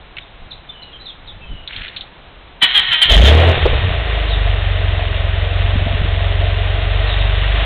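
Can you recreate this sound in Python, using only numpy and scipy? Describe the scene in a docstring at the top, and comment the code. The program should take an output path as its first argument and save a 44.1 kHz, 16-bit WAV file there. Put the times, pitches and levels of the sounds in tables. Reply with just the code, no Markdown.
"""A quiet street, on the ground behind the twin tailpipes of a six-cylinder car.
Over town hum and a breeze, keys click, birds whistle and the fuel pump whirrs. The starter's gears grind
and whine; the engine catches, flares, burbles and settles to a fast idle. Its firings boom in the exhaust
and rasp down the pipes, and late burns thud in the muffler.
The microphone hears little treble and clips on the loudest moments."""
import sys
import numpy as np
from scipy import signal
from scipy.fft import rfft, irfft, next_fast_len
from scipy.io import wavfile
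from scipy.ndimage import uniform_filter1d, map_coordinates

SR = 44100
rng = np.random.default_rng(int(sys.argv[2]) if len(sys.argv) > 2 else 0)


def pcm_store(signal):
    """Save signal as 16-bit PCM."""
    levels = np.round(np.clip(np.atleast_2d(signal), -1, 1) * 32767)
    wavfile.write(sys.argv[1], SR, levels.astype(np.int16).T)


N = 337365
TIME = np.arange(N) / SR


def amp(db):
    """Decibels to gain."""
    return 10 ** (np.asarray(db) / 20)


def unit(x):
    """Scale to rms 1."""
    return x / np.sqrt(np.mean(x ** 2) + 1e-20)


def noise():
    """White noise of rms 1."""
    return rng.standard_normal(N)


def wobble(rate):
    """A smooth random curve, rate knots a second."""
    return map_coordinates(rng.standard_normal(int(N * rate / SR) + 4), [TIME * rate])


def envelope(start, length, attack, release):
    """A straight rise, a hold until start + length, then an exponential fall; all in seconds."""
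    rise = np.clip((TIME - start) / attack, 0, 1)
    return rise * np.exp(-np.maximum(TIME - start - length, 0) / release)


def filtered(x, response):
    """Multiply the spectrum of x by a function of frequency."""
    size = next_fast_len(len(x) + 8192)
    return irfft(rfft(x, size) * response(np.fft.rfftfreq(size, 1 / SR)), size)[:len(x)]


def coloured(x, points):
    """EQ x through (f/Hz, level/dB) points on a log axis."""
    f, db = np.transpose(points)
    return filtered(x, lambda hz: amp(np.interp(np.log(hz + 1), np.log(f), db)))


def resonant(x, modes):
    """Ring x through (f/Hz, width/Hz, level/dB) resonances of alternating polarity."""
    def response(f):
        return sum((-1) ** k * amp(db) * 1j * f * width / (hz * hz - f * f + 1j * f * width)
                   for k, (hz, width, db) in enumerate(modes))
    return filtered(x, response)


def beats(phase):
    """Samples at which a phase passes whole numbers."""
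    return np.flatnonzero(np.diff(np.floor(phase)) > 0)


def add(track, s, sound):
    """Mix a sound in at time s."""
    start = round(s * SR)
    track[start:start + len(sound)] += sound[:N - start]


def burst(hz, width_hz, t60):
    """A noisy ring that peaks at 1 and dies away."""
    t = TIME[:SR // 4]
    band = [(hz, width_hz, 0)]
    ring = resonant(resonant(rng.standard_normal(len(t)), band), band)
    ring *= amp(-60 * t / t60) * (1 - np.exp(-t * hz / 2))
    return ring / np.abs(ring).max()


def street(x, t60, wet_db):
    """House fronts scatter a short tail after the sound."""
    t = TIME[:SR]
    tail = rng.standard_normal(SR) * amp(-60 * t / t60) * (t > .008)
    return x + amp(wet_db) * signal.fftconvolve(x, tail / np.linalg.norm(tail))[:N]


# EQ of the distant town bed: f/Hz, level/dB
TOWN_EQ = [(15, -11.5), (25, -7), (43, -5), (228, -18), (258, -19.5), (439, -19.5), (604, -19.5),
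           (658, -17.5), (1610, -23), (3450, -24), (4000, -25), (5200, -76), (8800, -120)]
# puffs of wind on the microphone: t/s, length/s, level/dB
GUSTS = [(.38, .14, -39), (.64, .1, -41), (1.15, .6, -35), (1.48, .1, -36), (1.7, .18, -32),
         (5.627, .06, -26), (5.742, .04, -24.5), (5.79, .05, -26), (5.852, .03, -25), (5.898, .08, -26.5),
         (5.995, .04, -24.5), (6.028, .05, -26.5), (6.83, .07, -28.5)]


def town_and_breeze():
    """Distant town noise, and a breeze that rumbles at the microphone; its harder puffs also flutter."""
    breeze, flutter_onset = amp(-49), amp(-28)
    gusts = np.zeros(N)
    for s, length, db in GUSTS:
        add(gusts, s, amp(db) * np.hanning(int(length * SR)))
    rumble = unit(coloured(noise(), [(8, -9), (30, 7), (70, -7), (150, -19), (400, -42.5), (1000, -68)]))
    flutter = unit(coloured(noise(), [(15, -8), (150, 2), (300, -8), (500, -22.5), (1000, -45)]))
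    flutter *= flutter_onset * (gusts / flutter_onset) ** 3.1
    town = unit(coloured(noise(), TOWN_EQ)) * amp(-41 + .23 * wobble(10))
    return town + (breeze + gusts) * amp(1.5 * wobble(17)) * rumble + flutter


# small metal clicks: t/s, relative peak/dB, f/Hz, t60/s
KEY_CLICKS = [(0.168, -15.5, 2350, 0.014), (.173, -19, 2300, .022), (.1835, -14, 2630, 0.029),
              (1.676, -10, 3570, 0.035), (1.7304, -19.5, 2820, 0.061), (1.7624, -12, 3530, .045),
              (1.798, -32, 3380, 0.027), (1.8327, -22, 3530, 0.042), (1.88, -17.5, 3480, 0.054),
              (1.963, -10.5, 3660, 0.079), (2.008, -12.5, 3690, 0.076)]


def keys_and_pump():
    """Keys and switches click through the open door; the fuel pump primes with a soft whirr."""
    clicks = np.zeros(N)
    for s, db, hz, t60 in KEY_CLICKS:
        add(clicks, s, amp(db - 2.5) * burst(hz, width_hz=1300, t60=t60))
    priming = amp(-30.5) * envelope(start=1.665, length=.18, attack=.066, release=.11)
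    pump_eq = [(700, -37), (1300, -14), (1550, -7), (2500, -5), (3500, -6), (4200, -14.5)]
    whirr = unit(coloured(noise(), pump_eq)) * amp(2.5 * wobble(200))
    return street(clicks + priming * whirr, t60=.39, wet_db=-17)


# chirps: t/s, length/s, start f/Hz, end f/Hz, level/dB
BIRD_NOTES = [(0.203, 0.039, 3800, 3440, -42), (.506, 0.019, 4300, 3410, -31),
              (.518, 0.024, 4050, 3910, -33.5), (0.681, 0.26, 3120, 2825, -43.5),
              (.689, 0.026, 3570, 3536, -30), (0.824, .013, 4160, 3860, -31.5),
              (0.925, 0.05, 3380, 3000, -37), (0.997, 0.042, 3930, 4010, -35),
              (1.056, 0.027, 4200, 3440, -30), (1.079, .034, 3940, 3230, -32),
              (1.269, 0.048, 4180, 3260, -35), (1.408, 0.052, 2660, 2610, -39.5),
              (1.417, 0.26, 3160, 2810, -43.5), (4.293, 0.058, 4150, 3470, -26.5),
              (7.07, .08, 4100, 3420, -27.5), (7.188, .04, 4100, 3410, -29)]


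def birds():
    """Gliding, slightly buzzy whistles from the trees, scattered by leaves and walls."""
    song = np.zeros(N)
    for s, length, start_hz, end_hz, db in BIRD_NOTES:
        progress = np.linspace(0, 1, int(length * SR))
        pitch = start_hz + (end_hz - start_hz) * progress ** .85  # the glide flattens toward its end
        depth = .007 + .13 * abs(1 - end_hz / start_hz)  # wide glides quaver more
        quaver = depth * unit(uniform_filter1d(noise()[:len(progress)], size=100))
        whistle = np.sin(2 * np.pi * np.cumsum(pitch * (1 + quaver)) / SR)
        add(song, s, amp(db) * np.sqrt(2 * np.abs(np.sin(np.pi * progress))) * whistle)
    buzz = unit(amp(3 * wobble(600)))
    return street(song * buzz, t60=.32, wet_db=-6.5)


# the pinion slams in, labours over each compression, then overruns:
# t/s, length/s, attack/s, level/dB, whine f/Hz
STARTER_STROKES = [(2.617, .024, .008, -6.5, 3230), (2.738, 0.055, .022, -14.5, 3470),
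                   (2.905, 0.037, .028, -15, 2900), (3.014, 0.027, .004, -10.5, 3120),
                   (3.088, 0.08, 0.017, -16.5, 3660), (3.23, 0.059, 0.033, -17, 3831)]
# ring of the starter's housing: f/Hz, width/Hz, level/dB
HOUSING_MODES = [(985, 64, -16), (1320, 18, -7.5), (1900, 84, -11.5), (2370, 24, -3), (3121, 120, 3.5),
                 (3640, 170, -11.5)]
# EQ of the gear grind: f/Hz, level/dB
GRIND_EQ = [(120, -80.5), (200, -36), (595, -26), (794, -19), (1100, -21), (1310, -12), (1450, -13.5),
            (1860, -6.5), (2550, -11), (3150, -6), (4000, -7), (5200, -42.5), (8800, -120)]
# dull knocks as the pinion engages and the first compressions heave: t/s, peak/dB, f/Hz, t60/s
CRANK_KNOCKS = [(2.623, -19.5, 209, 0.078), (2.761, -29.5, 58.06, 0.24), (2.885, -28.5, 69, .12),
                (3.05, -23.5, 62.5, 0.06)]


def starter():
    """The reduction gear whines and sags at each stroke; pinion teeth scrape and ring the housing."""
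    release_s, sag_hz_per_s, cycles_per_tooth = .014, 7500, 8
    strain, whine_hz = np.zeros(N), np.full(N, STARTER_STROKES[0][-1])
    for s, length, attack, db, hz in STARTER_STROKES:
        strain += amp(db) * envelope(s, length, attack, release_s)
        sag_hz = sag_hz_per_s * np.minimum(TIME - s, length + release_s)
        whine_hz = np.where(TIME < s, whine_hz, hz - sag_hz)
    cycles = np.cumsum(whine_hz * (1 + .02 * wobble(200))) / SR
    strikes = beats(cycles / cycles_per_tooth)
    teeth = np.zeros(N)
    teeth[strikes] = amp(2.9 * rng.standard_normal(len(strikes)))
    scrape = unit(teeth) + .9 * noise()
    grind = unit(unit(resonant(scrape, HOUSING_MODES)) + 1.2 * unit(coloured(scrape, GRIND_EQ)))
    chop = 1 + .35 * np.cos(2 * np.pi * cycles / cycles_per_tooth)  # the teeth give the whine side tones
    whine = unit(amp(2.5 * wobble(140)) * chop * np.sin(2 * np.pi * cycles))
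    in_mesh = amp(-18.5) * envelope(start=2.607, length=.68, attack=.022, release=.016)
    out = (in_mesh + strain) * grind + .9 * strain * whine
    for s, db, hz, t60 in CRANK_KNOCKS:
        add(out, s, amp(db) * burst(hz, 1.3 * hz, t60))
    return street(out, t60=.24, wet_db=-11.5)


CATCH_S, CATCH_RISE_S, CATCH_SETTLE_S, IDLE_TURNS_PER_S = 3.075, .025, .1, 23

# body of the boom, before its EQ: multiple of crank speed, idle level/dB, boost at full effort/dB
BOOM_ORDERS = [(2, -14, 15), (3, -18.5, 9.5), (4, -19, 3.5)]
# EQ of the exhaust, with two low resonances: f/Hz, level/dB
BOOM_EQ = [(40, -10), (44, -7), (48.5, -0.5), (52, -4), (60, -4.5), (70, -5.5), (83, -9.5), (91, 1),
           (96, -3.5), (101, -10.5), (110, -12), (130, -14), (165, -15)]
# weak orders: multiple of crank speed, level against the 3rd order at idle/dB
WEAK_ORDERS = [(1, -28), (5, -12.5), (6, -18), (7, -16.5), (8, -32.5)]


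def exhaust_boom(turns, speed, effort, uneven):
    """Unequal pipes from the two banks throb once a turn; low orders swell as they cross resonances."""
    eq_hz, eq_db = np.transpose(BOOM_EQ)
    orders = {round(k): db + effort_db * effort + np.interp(round(k) * speed, eq_hz, eq_db)
              for k, db, effort_db in BOOM_ORDERS}
    muffling_db = 10.5 * np.log2(speed / IDLE_TURNS_PER_S)  # the muffler holds weak orders back at speed
    orders |= {round(k): orders[3] + db - muffling_db for k, db in WEAK_ORDERS}
    tones = np.zeros(N)
    for k, db in orders.items():
        smear_rad = .13 * (k - 3) ** 2  # the muffler smears the orders in time
        waver = 1 + uneven * wobble(40)
        tones -= np.sqrt(2) * amp(db) * waver * np.sin(2 * np.pi * k * turns - smear_rad)
    # uneven firings fill the gaps between the orders
    burble_eq = [(10, -19), (25, -5), (45, 3), (75, 5.5), (130, -4), (220, -29), (500, -61.5)]
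    burble = unit(coloured(noise(), burble_eq))
    lope = amp(.9 * wobble(14))
    return lope * tones + amp(-8.5) * uneven * burble


def cylinder_firings(turns, uneven):
    """Six unequal cylinders fire three times a turn: sharp pulses, and the gas puffs that trail them."""
    at = beats(3 * turns)
    strengths = np.resize([1.224, .79, 1.5, .98, 1.3, .42], len(at))
    firings = np.zeros(N)
    firings[at] = strengths * amp((.9 + 12 * uneven[at]) * rng.standard_normal(len(at)))
    puffs = signal.fftconvolve(firings, np.exp(-TIME[:SR // 20] / .012))[:N]
    puffs /= np.abs(uniform_filter1d(puffs, SR // 8)) + 1e-4  # hold their average near 1
    return unit(firings), puffs


# EQ of the tailpipe rasp: f/Hz, level/dB
RASP_EQ = [(100, -27), (160, -7.5), (215, -12.5), (255, -11), (300, -2), (345, -9.5), (405, 1.5), (465, 1),
           (520, -4), (605, 4), (680, 2.5), (760, -8.5), (950, -14), (1500, -26)]


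def pipe_rasp(firings, puffs, speed, effort):
    """Firings bark down the pipe, whose note throbs; at speed the muffler's chamber turns it throaty."""
    bark = unit(coloured(.43 * firings + unit(noise() * (1 + .34 * puffs)), RASP_EQ))
    pipe_note = unit(resonant(firings + .8 * noise(), [(685, 45, 0)]) * amp(4 * wobble(17)))
    pipe = unit(bark + .45 * pipe_note)
    chamber = unit(resonant(firings + 1.604 * noise(), [(437, 130, 0)]))
    throaty = np.clip((speed - 25) / 32, 0, .45)
    catch_accent_db = 5 * np.exp(-np.abs(TIME - CATCH_S) / CATCH_SETTLE_S)
    level_db = -29.5 + 6 * np.log2(speed / IDLE_TURNS_PER_S) + 9 * effort + catch_accent_db
    return amp(level_db) * (np.sqrt(1 - throaty) * pipe + np.sqrt(throaty) * chamber)


# EQ of the gas hiss: f/Hz, level/dB
HISS_EQ = [(470, -22.5), (800, -4), (891, -11), (1010, -5.5), (1440, -7), (1560, -4), (1670, -7.5),
           (1870, -1), (2200, -6), (2740, -3.5), (3120, -4), (3710, -5), (3870, -10), (4000, -12.5),
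           (5200, -31.5), (8800, -120)]


def gas_hiss(turns, puffs, speed, effort):
    """Gas hisses, ticking as twelve valves seat in every two turns, each with its own strength."""
    valve, since_seating = np.divmod(6 * turns, 1)
    ticks = rng.uniform(0, 1, size=12)[valve.astype(int) % 12] * np.exp(-since_seating / .3)
    hiss = unit(coloured(noise() * (1 + .088 * puffs + .82 * ticks), HISS_EQ))
    late_swell_db = 4 * np.maximum(TIME - 6.77, 0)
    level_db = -27 + 7.5 * np.log2(speed / IDLE_TURNS_PER_S) + 3 * effort + late_swell_db
    return amp(level_db + .36 * wobble(14)) * hiss


# the revs flare and settle: t/s, crank speed/(turns per s)
CRANK_SPEED = [(3.08, 20.0), (3.15, 22.13), (3.29, 36.43), (3.4, 40.97), (3.5, 42.85), (3.8, 32.5),
               (3.98, 27.47), (4.2, 25.43), (4.55, 23.41), (5.1, 22.07), (5.78, 22.96), (6.02, 22.46),
               (6.6, 22.98), (7.2, 23.99), (7.38, 23.73), (7.65, 24.95)]
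# how hard the engine pulls: t/s, effort (1 open throttle, 0 idle, below 0 coasting)
ENGINE_EFFORT = [(3.08, .45), (3.12, .8), (3.21, 1), (3.5, .85), (3.57, -.22), (3.78, -.28), (3.98, -.12),
                 (4.1, 0)]


def engine():
    """Crank speed and effort drive boom, rasp and hiss; firings stumble while catching and coasting."""
    speed = np.interp(TIME, *np.transpose(CRANK_SPEED))
    effort = np.interp(TIME, *np.transpose(ENGINE_EFFORT))
    turns = .5 + np.cumsum(speed) / SR
    running_s = np.maximum(TIME - CATCH_S, 0)
    uneven = .05 + .3 * np.exp(-running_s / CATCH_SETTLE_S) + 1.1 * np.maximum(-effort, 0)
    boom = exhaust_boom(turns, speed, effort, uneven)
    firings, puffs = cylinder_firings(turns, uneven)
    rasp = pipe_rasp(firings, puffs, speed, effort)
    hiss = gas_hiss(turns, puffs, speed, effort)
    return np.minimum(running_s / CATCH_RISE_S, 1) * (boom + rasp + hiss)


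# thuds in the muffler as the throttle shuts: t/s, peak/dB, f/Hz, t60/s
LATE_BURNS = [(3.652, -3, 460, 0.088), (3.727, -13, 425, 0.1)]


def muffler_pops():
    """Unburnt fuel goes off late in the muffler; each pop shoves a slow pressure wave out of the pipes."""
    thump_db, thump_hz, thump_t60 = -4.5, 44, .17
    t = TIME[:SR // 4]
    thump = amp(thump_db - 60 * t / thump_t60) * np.sin(2 * np.pi * thump_hz * t)
    out = np.zeros(N)
    for s, db, hz, t60 in LATE_BURNS:
        add(out, s, amp(db) * burst(hz, .53 * hz, t60) + thump)
    return out


def scene():
    """The car and the street, mixed to mono down on the asphalt."""
    return (engine() + muffler_pops() + starter() + birds() + keys_and_pump() + town_and_breeze())[None]


# the microphone's steep treble roll-off: f/Hz, level/dB
MICROPHONE_EQ = [(3750, 0), (4000, -3.5), (4250, -4.5), (4450, -15), (4650, -53), (4900, -100)]
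# shelf that softens the distortion: f/Hz, level/dB
DISTORTION_EQ = [(4300, 0), (5200, -6.5), (9000, -6), (15000, -5.5)]


def record(dry):
    """A narrow-band microphone, then hard clipping that spits a little treble on the peaks."""
    ceiling, top_hz = .71, 15900
    clipped = np.clip(coloured(dry[0], MICROPHONE_EQ), -ceiling, ceiling)
    return filtered(coloured(clipped, DISTORTION_EQ), lambda hz: hz < top_hz)[None]


dry = scene()
out = record(dry)
pcm_store(out)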